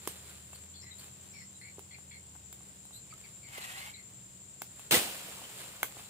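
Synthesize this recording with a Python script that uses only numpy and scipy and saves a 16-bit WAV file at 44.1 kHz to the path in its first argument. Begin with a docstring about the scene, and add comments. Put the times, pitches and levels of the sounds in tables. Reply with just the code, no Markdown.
"""A fishing rod knocks and its grip rustles close by, over the throb of cicadas at a still swamp pool.
Small birds chirp from the trees and an engine drones far away. Each knock rings the modes of the rod,
and a sleeve swishes by stick-slip friction. Near five seconds the rod tip is slapped into the water:
a sheet of spray flies up, trapped air gulps, and drops patter back as tiny ringing bubbles.
The loudest knock of the rod follows a second later."""
import sys
import numpy as np
from scipy import signal
from scipy.fft import rfft, irfft, next_fast_len
from scipy.io import wavfile

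SR = 44100
rng = np.random.default_rng(int(sys.argv[2]) if len(sys.argv) > 2 else 0)


def store_pcm(level_fs):
    """Save levels as 16-bit WAV."""
    pcm = np.round(np.clip(level_fs, -1, 1) * 32767).astype(np.int16)
    wavfile.write(sys.argv[1], SR, np.atleast_2d(pcm).T)


N = 268833
TIME = np.arange(N) / SR
FREQS = np.fft.rfftfreq(N, 1 / SR)
SIDES = np.array([[1], [-1]])  # left, right


def undb(db):
    """Amplitude ratio of a level in decibels."""
    return 10 ** (np.asarray(db) / 20)


def unit(x):
    """Normalisation to an rms of 1."""
    return x / np.sqrt(np.mean(x ** 2))


def curve(rows, axis=1):
    """Linear interpolation in time of one column of a table."""
    rows = np.array(rows)
    return np.interp(TIME, rows[:, 0], rows[:, axis])


def gains(points):
    """Frequency response through (Hz, dB) points, interpolated in log frequency."""
    hz, db = np.transpose(points)
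    return undb(np.interp(np.log(FREQS + 1), np.log(hz), db))


def shape(x, gain):
    """Zero-phase filtering: the spectrum is multiplied by a frequency response."""
    size = next_fast_len(N, True)
    response = np.interp(np.fft.rfftfreq(size, 1 / SR), FREQS, gain)
    return irfft(rfft(x, size) * response, size)[..., :N]


def walk(rate, size=N):
    """Low-pass noise of spread near 1: `rate` random values a second, joined by straight lines."""
    steps = np.arange(size) / SR * rate
    return np.interp(steps, np.arange(size), rng.standard_normal(size))


def grains(rate, scatter_db, channels=3):
    """Shot noise: independent streams of uneven clicks, on average `rate` a second."""
    size = (channels, N)
    hit = rng.random(size) < rate / SR
    clicks = hit * rng.standard_normal(size)
    return unit(clicks * undb(scatter_db * np.minimum(rng.exponential(size=size), 4)))


def add(out, s, sound):
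    """Superposition of a sound that starts at s seconds."""
    i = int(s * SR)
    part = sound[..., :N - i]
    out[:, i:i + part.shape[-1]] += part


def fade(t, t60):
    """Exponential decay by 60 dB in t60 seconds."""
    return np.exp(-np.log(1000) * t / t60)


def envelope(start, attack, hold, t60):
    """A transient's linear rise, plateau and exponential decay."""
    age = TIME - start
    return np.clip(age / attack, 0, 1) * fade(np.maximum(age - attack - hold, 0), t60)


def pan(db):
    """Direction by level difference: two gains, the left `db` above the right."""
    return undb(SIDES * db / 2)


def arrival(x, left_leads_ms):
    """Direction by time difference: sound from one side reaches one microphone first."""
    return np.array([x, np.roll(x, round(left_leads_ms * SR / 1000))])


def spread(streams, direct, left_leads_ms):
    """Two streams form a diffuse field, coherent in the bass; a third arrives directly."""
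    # Width of the diffuse field. Each row: frequency in Hz, side minus mid in dB.
    width = [(100, -14), (250, -6), (600, -1.5), (1300, 2.5), (3000, -1), (15000, 0.5)]
    side = gains(width)
    norm = 1 / np.sqrt(1 + side ** 2)
    diffuse = shape(streams[0], norm) + SIDES * shape(streams[1], side * norm)
    return unit(diffuse + direct * arrival(streams[2], left_leads_ms))


def forest(x, wet_db, t60):
    """Reverberation: trunks and leaves scatter a thin, diffuse echo."""
    t = TIME[:SR]
    echo = rng.standard_normal((2, SR)) * fade(t, t60) * (1 - np.exp(-t / 0.001))
    echo /= np.sqrt(np.sum(echo ** 2) / 2)
    return x + undb(wet_db) * signal.fftconvolve(x, echo, axes=1)[:, :N]


def forest_air(level_db=-57.5):
    """Ambient noise: a soft, mostly diffuse wash."""
    # Spectrum of the air. Each row: frequency in Hz, relative level in dB.
    colour = [(25, -10), (48, -10), (70, -6), (125, 6), (190, -3.5), (260, -7.5), (600, -12.5),
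              (1600, -17.5), (3900, -16.5), (5300, -19.5), (8200, -16), (10500, -29.5), (13500, -23),
              (15400, -22)]
    air = spread(shape(rng.standard_normal((3, N)), gains(colour)), direct=0.42, left_leads_ms=0.36)
    return air * undb(level_db + 0.18 * walk(7.4))


def far_engine(hum_hz=191, hum_db=-67):
    """Periodic firing gives a tone that follows the engine's speed, beside a nearly steady hum."""
    # Course of the engine. Each row: time in seconds, firing rate in Hz, level in dB.
    running = [(0, 78, -64), (.45, 76.7, -59.5), (.8, 83, -59.5), (1.4, 89, -66.5), (2.25, 79, -64.5),
               (2.65, 68, -67), (6.1, 69, -70)]
    firing_phase = 2 * np.pi * np.cumsum(curve(running) * (1 + 0.0198 * walk(13))) / SR
    drone = np.sin(firing_phase) * undb(curve(running, axis=2) + 2 * walk(4.38))
    hum_phase = 2 * np.pi * np.cumsum(hum_hz + 1.53 * walk(17)) / SR
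    hum = np.sin(hum_phase) * undb(hum_db + 1.34 * walk(2.28))
    return np.sqrt(2) * (drone + hum)


def buzz(hz, width_hz, db, pan_db):
    """Forced resonance: dense tymbal clicks drive one mode of an insect's body."""
    body = 1 / (1 + (2 * (FREQS - hz) / width_hz) ** 2)
    return unit(shape(grains(rate=2700, scatter_db=0.5, channels=2), body)) * undb(db) * pan(pan_db)


def insects(throb_hz=11.5, throb_wander=0.038, throb_db=1.5, swell_db=2.5, far_rise_db=3):
    """Amplitude modulation: near cicadas throb together; far insects waver and slowly build."""
    # Body resonances. Each row: frequency in Hz, width in Hz, level in dB, left minus right in dB.
    cicadas = [(7314, 14, -61, 3), (7246, 410, -59, -0.5), (7515, 390, -57, 6)]
    far_insects = [(6220, 50, -75, 6), (6710, 160, -72, 5), (9080, 970, -64.5, 7)]
    throb_phase = 2 * np.pi * np.cumsum(throb_hz * (1 + throb_wander * walk(2.01))) / SR
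    near = sum(buzz(*row) for row in cicadas) * undb(throb_db * np.sin(throb_phase) + 0.5 * walk(2.6))
    far = sum(buzz(*row) * undb(swell_db * walk(8.8)) for row in far_insects)
    return near + far * undb(far_rise_db * (TIME / TIME[-1] - 1))


def syrinx(length, hz, glide_hz, rough, octave_db, twelfth_db=-60, flutter_db=5.5):
    """Two oscillators: one side of the syrinx glides and rasps, the other holds the octave above."""
    size = int(length * SR)
    progress = np.linspace(0, 1, size)
    jitter = 0.11 * rough * walk(1400, size=8192)[:size]
    flutter = walk(228, size=8192)[:size]
    lower_phase = 2 * np.pi * np.cumsum((hz + glide_hz * (progress - 0.5)) * (1 + jitter)) / SR
    upper_phase = 2 * np.pi * np.cumsum(2 * hz * (1 + 0.43 * jitter)) / SR
    overtones = undb(octave_db) * np.sin(upper_phase) + undb(twelfth_db) * np.sin(3 * lower_phase)
    arch = (4 * progress * (1 - progress)) ** 0.092
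    return (np.sin(lower_phase) + overtones) * arch * undb(flutter_db * rough * flutter)


def birds(chip_rise_hz_per_s=6400):
    """Frequency-modulated tones from trees to the left: hoarse calls, thin pips, bright rising chips."""
    # Hoarse calls. Each row: start and length in seconds, pitch and glide in Hz, level in dB.
    rasps = [(0.827, .11, 2074, 0, -60.5), (1.337, 0.096, 2204, -300, -56.5),
             (1.614, 0.092, 2174, 130, -54), (1.909, 0.047, 2154, 142, -55), (2.11, .063, 2153, 32, -54.5),
             (3.103, 0.023, 2294, -350, -57), (3.238, 0.02, 2240, -260, -57.5),
             (3.427, 0.049, 2210, -260, -58.5), (3.785, 0.08, 2175, -78, -57.5),
             (3.926, 0.078, 2138, -100, -56.5)]
    # Short notes. Each row: start and length in seconds, pitch in Hz, level in dB.
    pips = [(.737, 0.029, 3450, -58), (.74, .08, 4360, -55.5), (.814, .027, 5360, -56),
            (0.911, 0.022, 3875, -52), (1.323, 0.13, 5360, -62.5), (1.536, 0.031, 3920, -63),
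            (1.913, .016, 3390, -60), (2.112, 0.018, 3390, -59), (3.62, 0.013, 4065, -49),
            (3.704, .022, 3360, -51), (3.776, .022, 4070, -50), (3.939, 0.01, 4015, -45),
            (5.437, .019, 3110, -52)]
    chips = [(0.546, .017, 4380, -53.5), (0.984, .018, 4330, -54), (2.848, 0.012, 4090, -58),
             (2.927, .049, 4003, -54), (6.046, 0.017, 4120, -57)]
    song = np.zeros((1, N))
    for s, length, hz, glide_hz, db in rasps:
        add(song, s, undb(db) * syrinx(length, hz, glide_hz, rough=0.68, octave_db=-6))
    for s, length, hz, db in pips:
        add(song, s, undb(db) * syrinx(length, hz, glide_hz=0, rough=0.3, octave_db=-24))
    for s, length, hz, db in chips:
        glide_hz = chip_rise_hz_per_s * length
        add(song, s, undb(db) * syrinx(length, hz, glide_hz, rough=0.34, octave_db=1.5, twelfth_db=-5))
    return forest(arrival(song[0], left_leads_ms=0.38) * pan(3.6), wet_db=-0.5, t60=0.16)


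def handling(rise_share=0.6, fall_db=18.5, resting_db=-72.5):
    """Incoherent sounds add in power: the envelope of hand moves that swell fast and fade more slowly."""
    # Shifts of grip among the reeds. Each row: peak time and fall time in seconds, level in dB.
    moves = [(.09, 0.39, -49.5), (.3, 0.23, -51.5), (.56, 0.38, -58.5), (1.02, .18, -52.5),
             (1.26, 0.4, -60), (2.68, 0.36, -62.5), (3.25, 0.55, -60), (4.1, 0.66, -65), (4.82, 0.3, -54),
             (5.3, 0.24, -50), (5.6, 0.21, -45.5), (5.99, 0.11, -50)]
    power = undb(resting_db) ** 2
    for s, fall_s, db in moves:
        age = (TIME - s) / fall_s
        power = power + undb(db - fall_db * np.maximum(age, -age / rise_share)) ** 2
    return np.sqrt(power)


def rustle(stem_db=-4):
    """Friction noise: the grip crackles densely and stems add sparser ticks."""
    # Spectrum of the rustle. Each row: frequency in Hz, relative level in dB.
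    colour = [(150, -27), (400, 2.5), (900, -2), (2500, -1), (4100, -0.5), (5600, -8.5), (8500, -0.5),
              (12800, -8.5), (15200, -5.5)]
    grip = spread(shape(grains(rate=7100, scatter_db=0), gains(colour)), direct=0.8, left_leads_ms=-0.1)
    stems = spread(shape(grains(rate=120, scatter_db=3), gains(colour)), direct=1, left_leads_ms=-0.1)
    return (grip + undb(stem_db) * stems) * handling()


def sleeve(start_s=3.47, length_s=0.46, level_db=-45.5, catch_db=3, pitch_sag=0.15):
    """Stick-slip friction: cloth fibres crackle, louder and lower the faster the arm reaches out."""
    # Spectrum of the cloth. Each row: frequency in Hz, relative level in dB.
    colour = [(150, -40.5), (400, -16), (780, -3.5), (1450, -5), (2030, -2), (2300, -2), (2850, -2),
              (4100, -7), (5800, -12), (8500, -8), (12800, -12.5), (15200, -15)]
    # Resonances of the swish. Each row: frequency at rest in Hz, width in Hz, relative level in dB.
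    resonances = [(880, 170, -15.5), (2240, 140, -7.5), (3130, 320, -12.5)]
    speed = np.abs(np.sin(np.pi * np.clip((TIME - start_s) / length_s, 0, 1)))  # one stroke, 0-1
    fibres = shape(grains(rate=8700, scatter_db=-1), gains(colour))
    cloth = spread(fibres, direct=0.75, left_leads_ms=-0.32)
    phase_per_hz = 2 * np.pi * np.cumsum(1 - pitch_sag * speed ** 2) / SR
    rings = sum(undb(db) * unit(walk(width) * np.sin(hz * phase_per_hz)) for hz, width, db in resonances)
    swish = cloth + arrival(rings, left_leads_ms=-0.34)
    return swish * speed ** 0.54 * undb(level_db + catch_db * walk(60))


def finger_taps(count=6, level_db=-49, scatter_db=2, blow_hz=750, crack_db=-6):
    """Weak impacts at random moments and places along the rod, as rows for knocks()."""
    return [(when * TIME[-1], level_db + scatter_db * (2 * force - 1), blow_hz,
             0.094 + 0.29 * place, crack_db) for when, force, place in rng.random((count, 3))]


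def rod_ring(t, blow_hz, place, focus=1.76, contact_s=0.00037):
    """Modal vibration: a mode rings most if near the blow's frequency and struck away from its nodes."""
    # Modes of rod and grip. Each row: frequency in Hz, relative level in dB, t60 in seconds.
    modes = [(403, 5.5, 0.014), (804, 9, 0.01), (1115, 11.5, 0.0084), (1580, 11, 0.0084),
             (2125, 12.5, 0.012), (2650, 21, 0.033), (3300, 9, 0.017)]
    ring = 0
    for order, (hz, db, t60) in enumerate(modes, start=1):
        coupling = np.sin(order * np.pi * place) * np.exp(-focus * np.log(hz / blow_hz) ** 2)
        ring = ring + coupling * undb(db) * np.sin(2 * np.pi * hz * t) * fade(t, t60)
    ring = ring * (1 - np.exp(-t / contact_s))
    return ring / np.abs(ring).max()


def knocks(crack_t60=0.015, crack_trim_db=-9):
    """Impact excitation: each blow gives a broadband crack and a brief hollow ring of the rod."""
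    # Blows on the rod. Each row: start in seconds, level in dB, centre frequency in Hz,
    # place along the rod from 0 to 1, relative level of the crack in dB.
    blows = [(.0746, -24.5, 613, 0.47, 1), (.532, -43, 700, .01, -2), (1.783, -39, 300, 0.4, -18),
             (1.793, -40.5, 478, 0.24, 0), (2.36, -48.5, 900, 0.33, -8), (2.5272, -45, 1420, .33, 6.5),
             (2.853, -48.5, 725, .36, -1.5), (3.5818, -37, 500, 0.7, -6), (4.6188, -29, 940, .32, -0.5),
             (4.795, -41, 885, 0.22, -0.5), (5.8306, -15.5, 1341, 1 / 3, -4.5),
             (5.844, -35, 950, 0.49, -11), (5.969, -39, 604, 0.26, -20), (5.995, -40.5, 760, 0.25, -17)]
    # Spectral weights of ring (a thin rod radiates little bass) and crack.
    # Each row: frequency in Hz, gain in dB.
    radiation = [(80, -27), (350, 2)]
    crack_colour = [(300, 11), (1500, 0), (3300, 8), (5500, 3), (9000, 12.5), (15000, 10)]
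    rings, cracks = np.zeros((2, N)), np.zeros((2, N))
    t = TIME[:4096]
    for s, db, blow_hz, place, crack_db in blows + finger_taps():
        add(rings, s, arrival(rod_ring(t, blow_hz, place), left_leads_ms=-0.11) * undb(db))
        crack = rng.standard_normal((2, len(t))) * fade(t, crack_t60)
        add(cracks, s, crack * undb(db + crack_db + crack_trim_db))
    rings = forest(shape(rings, gains(radiation)), wet_db=-14.5, t60=0.2)
    cracks = forest(shape(cracks, gains(crack_colour)), wet_db=-3.5, t60=0.21)
    return (rings + cracks) * pan(-0.6)


def bubble(hz, cycles, glide=0.092):
    """Bubble resonance: a pocket of air rings, rising in pitch as it nears the surface."""
    life = cycles / hz
    t = TIME[:int(life * SR) + 2]
    phase = 2 * np.pi * hz * t * (1 + glide * t / life / 2)
    onset = 1 - np.exp(-2 * t * hz)
    return np.sin(phase) * fade(t, life * 1.8) * onset * (1 - t / t[-1])


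def patter(start_s, low_hz=520, high_hz=9000, scatter_db=4, level_db=-50, halving_s=0.25):
    """Air entrainment: falling drops ring as tiny bubbles, ever fainter with time."""
    drops = np.zeros((2, N))
    for when, pitch, size, place in rng.random(size=(1000, 4)):
        hz = low_hz * (high_hz / low_hz) ** pitch
        drop = bubble(hz, cycles=6) * undb(-scatter_db * np.log(size + 0.027))
        add(drops, start_s + when * (TIME[-1] - start_s), drop * pan(12 * (place - 0.5)))
    drops /= np.std(drops[:, int(start_s * SR):])
    return drops * undb(level_db) / (1 + np.maximum(TIME - start_s, 0) / halving_s)


def water_slap(slap_s=4.9088, drop_delay_s=0.04):
    """Water entry: the rod tip tears the surface into spray, the cavity gulps shut, drops fall back."""
    # Four stages: the tip smacks, a sheet rises, it breaks into spray, the pool sloshes.
    # Each row: delay, attack, hold and t60 in seconds, level in dB.
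    stages = [(0, 0.0025, 0.0019, 0.0093, -20), (.0065, 0.0027, 0.033, 0.24, -20.5),
              (.01, .04, .01, 0.83, -31), (0.022, 0.13, 0.15, 6.3, -47)]
    # Spectrum of the spray. Each row: frequency in Hz, relative level in dB.
    colour = [(90, -19), (200, -3), (450, -1), (800, -3), (1300, -4), (2000, -1.5), (2900, 0.5),
              (4200, -2.5), (6000, -7), (8200, -3), (10000, -4), (13000, -7), (15200, -7)]
    # Air pockets, most of them behind the rod tip.
    # Each row: start in seconds, pitch in Hz, level in dB, length in cycles.
    gulps = [(3.126, 1253, -45, 66), (4.918, 152.4, -31, 10), (4.928, 241, -29, 12), (4.938, 330, -21, 9.1),
             (4.945, 1953, -20, 72), (4.946, 503, -29, 48), (4.956, 88, -34.5, 7.7),
             (4.964, 170.2, -23.5, 4.1), (5.015, 250, -32, 6.6), (5.073, 775, -37, 18)]
    spray = spread(shape(grains(rate=22000, scatter_db=0), gains(colour)), direct=0.7, left_leads_ms=-0.14)
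    flicker = undb(walk(250))
    power = sum((undb(db) * envelope(slap_s + delay, attack, hold, t60)) ** 2
                for delay, attack, hold, t60, db in stages)
    splash = spray * flicker * np.sqrt(power)
    for s, hz, db, cycles in gulps:
        add(splash, s, undb(db) * bubble(hz, cycles))
    return forest(splash + patter(slap_s + drop_delay_s), wet_db=-17, t60=0.5)


def scene():
    """Superposition of everything heard from the bank."""
    return insects() + birds() + knocks() + rustle() + sleeve() + water_slap() + far_engine() + forest_air()


def record(dry, bass_hz=55, top_hz=15500):
    """Band limiting: the recorder cuts deep bass and top, and each microphone port colours its channel."""
    # Imbalance of the two ports. Each row: frequency in Hz, left minus right in dB.
    ports = [(1000, 0), (4300, 1), (5800, 1), (7200, 2), (8600, -9), (10800, 1), (12500, -0.5), (15000, 5)]
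    thinned = signal.sosfilt(signal.butter(3, bass_hz, "highpass", fs=SR, output="sos"), dry)
    left = shape(thinned[0], gains(ports) ** 0.5)
    right = shape(thinned[1], gains(ports) ** -0.5)
    return signal.sosfilt(signal.ellip(10, 0.2, 80, top_hz, fs=SR, output="sos"), [left, right])


dry = scene()
out = record(dry)
store_pcm(out)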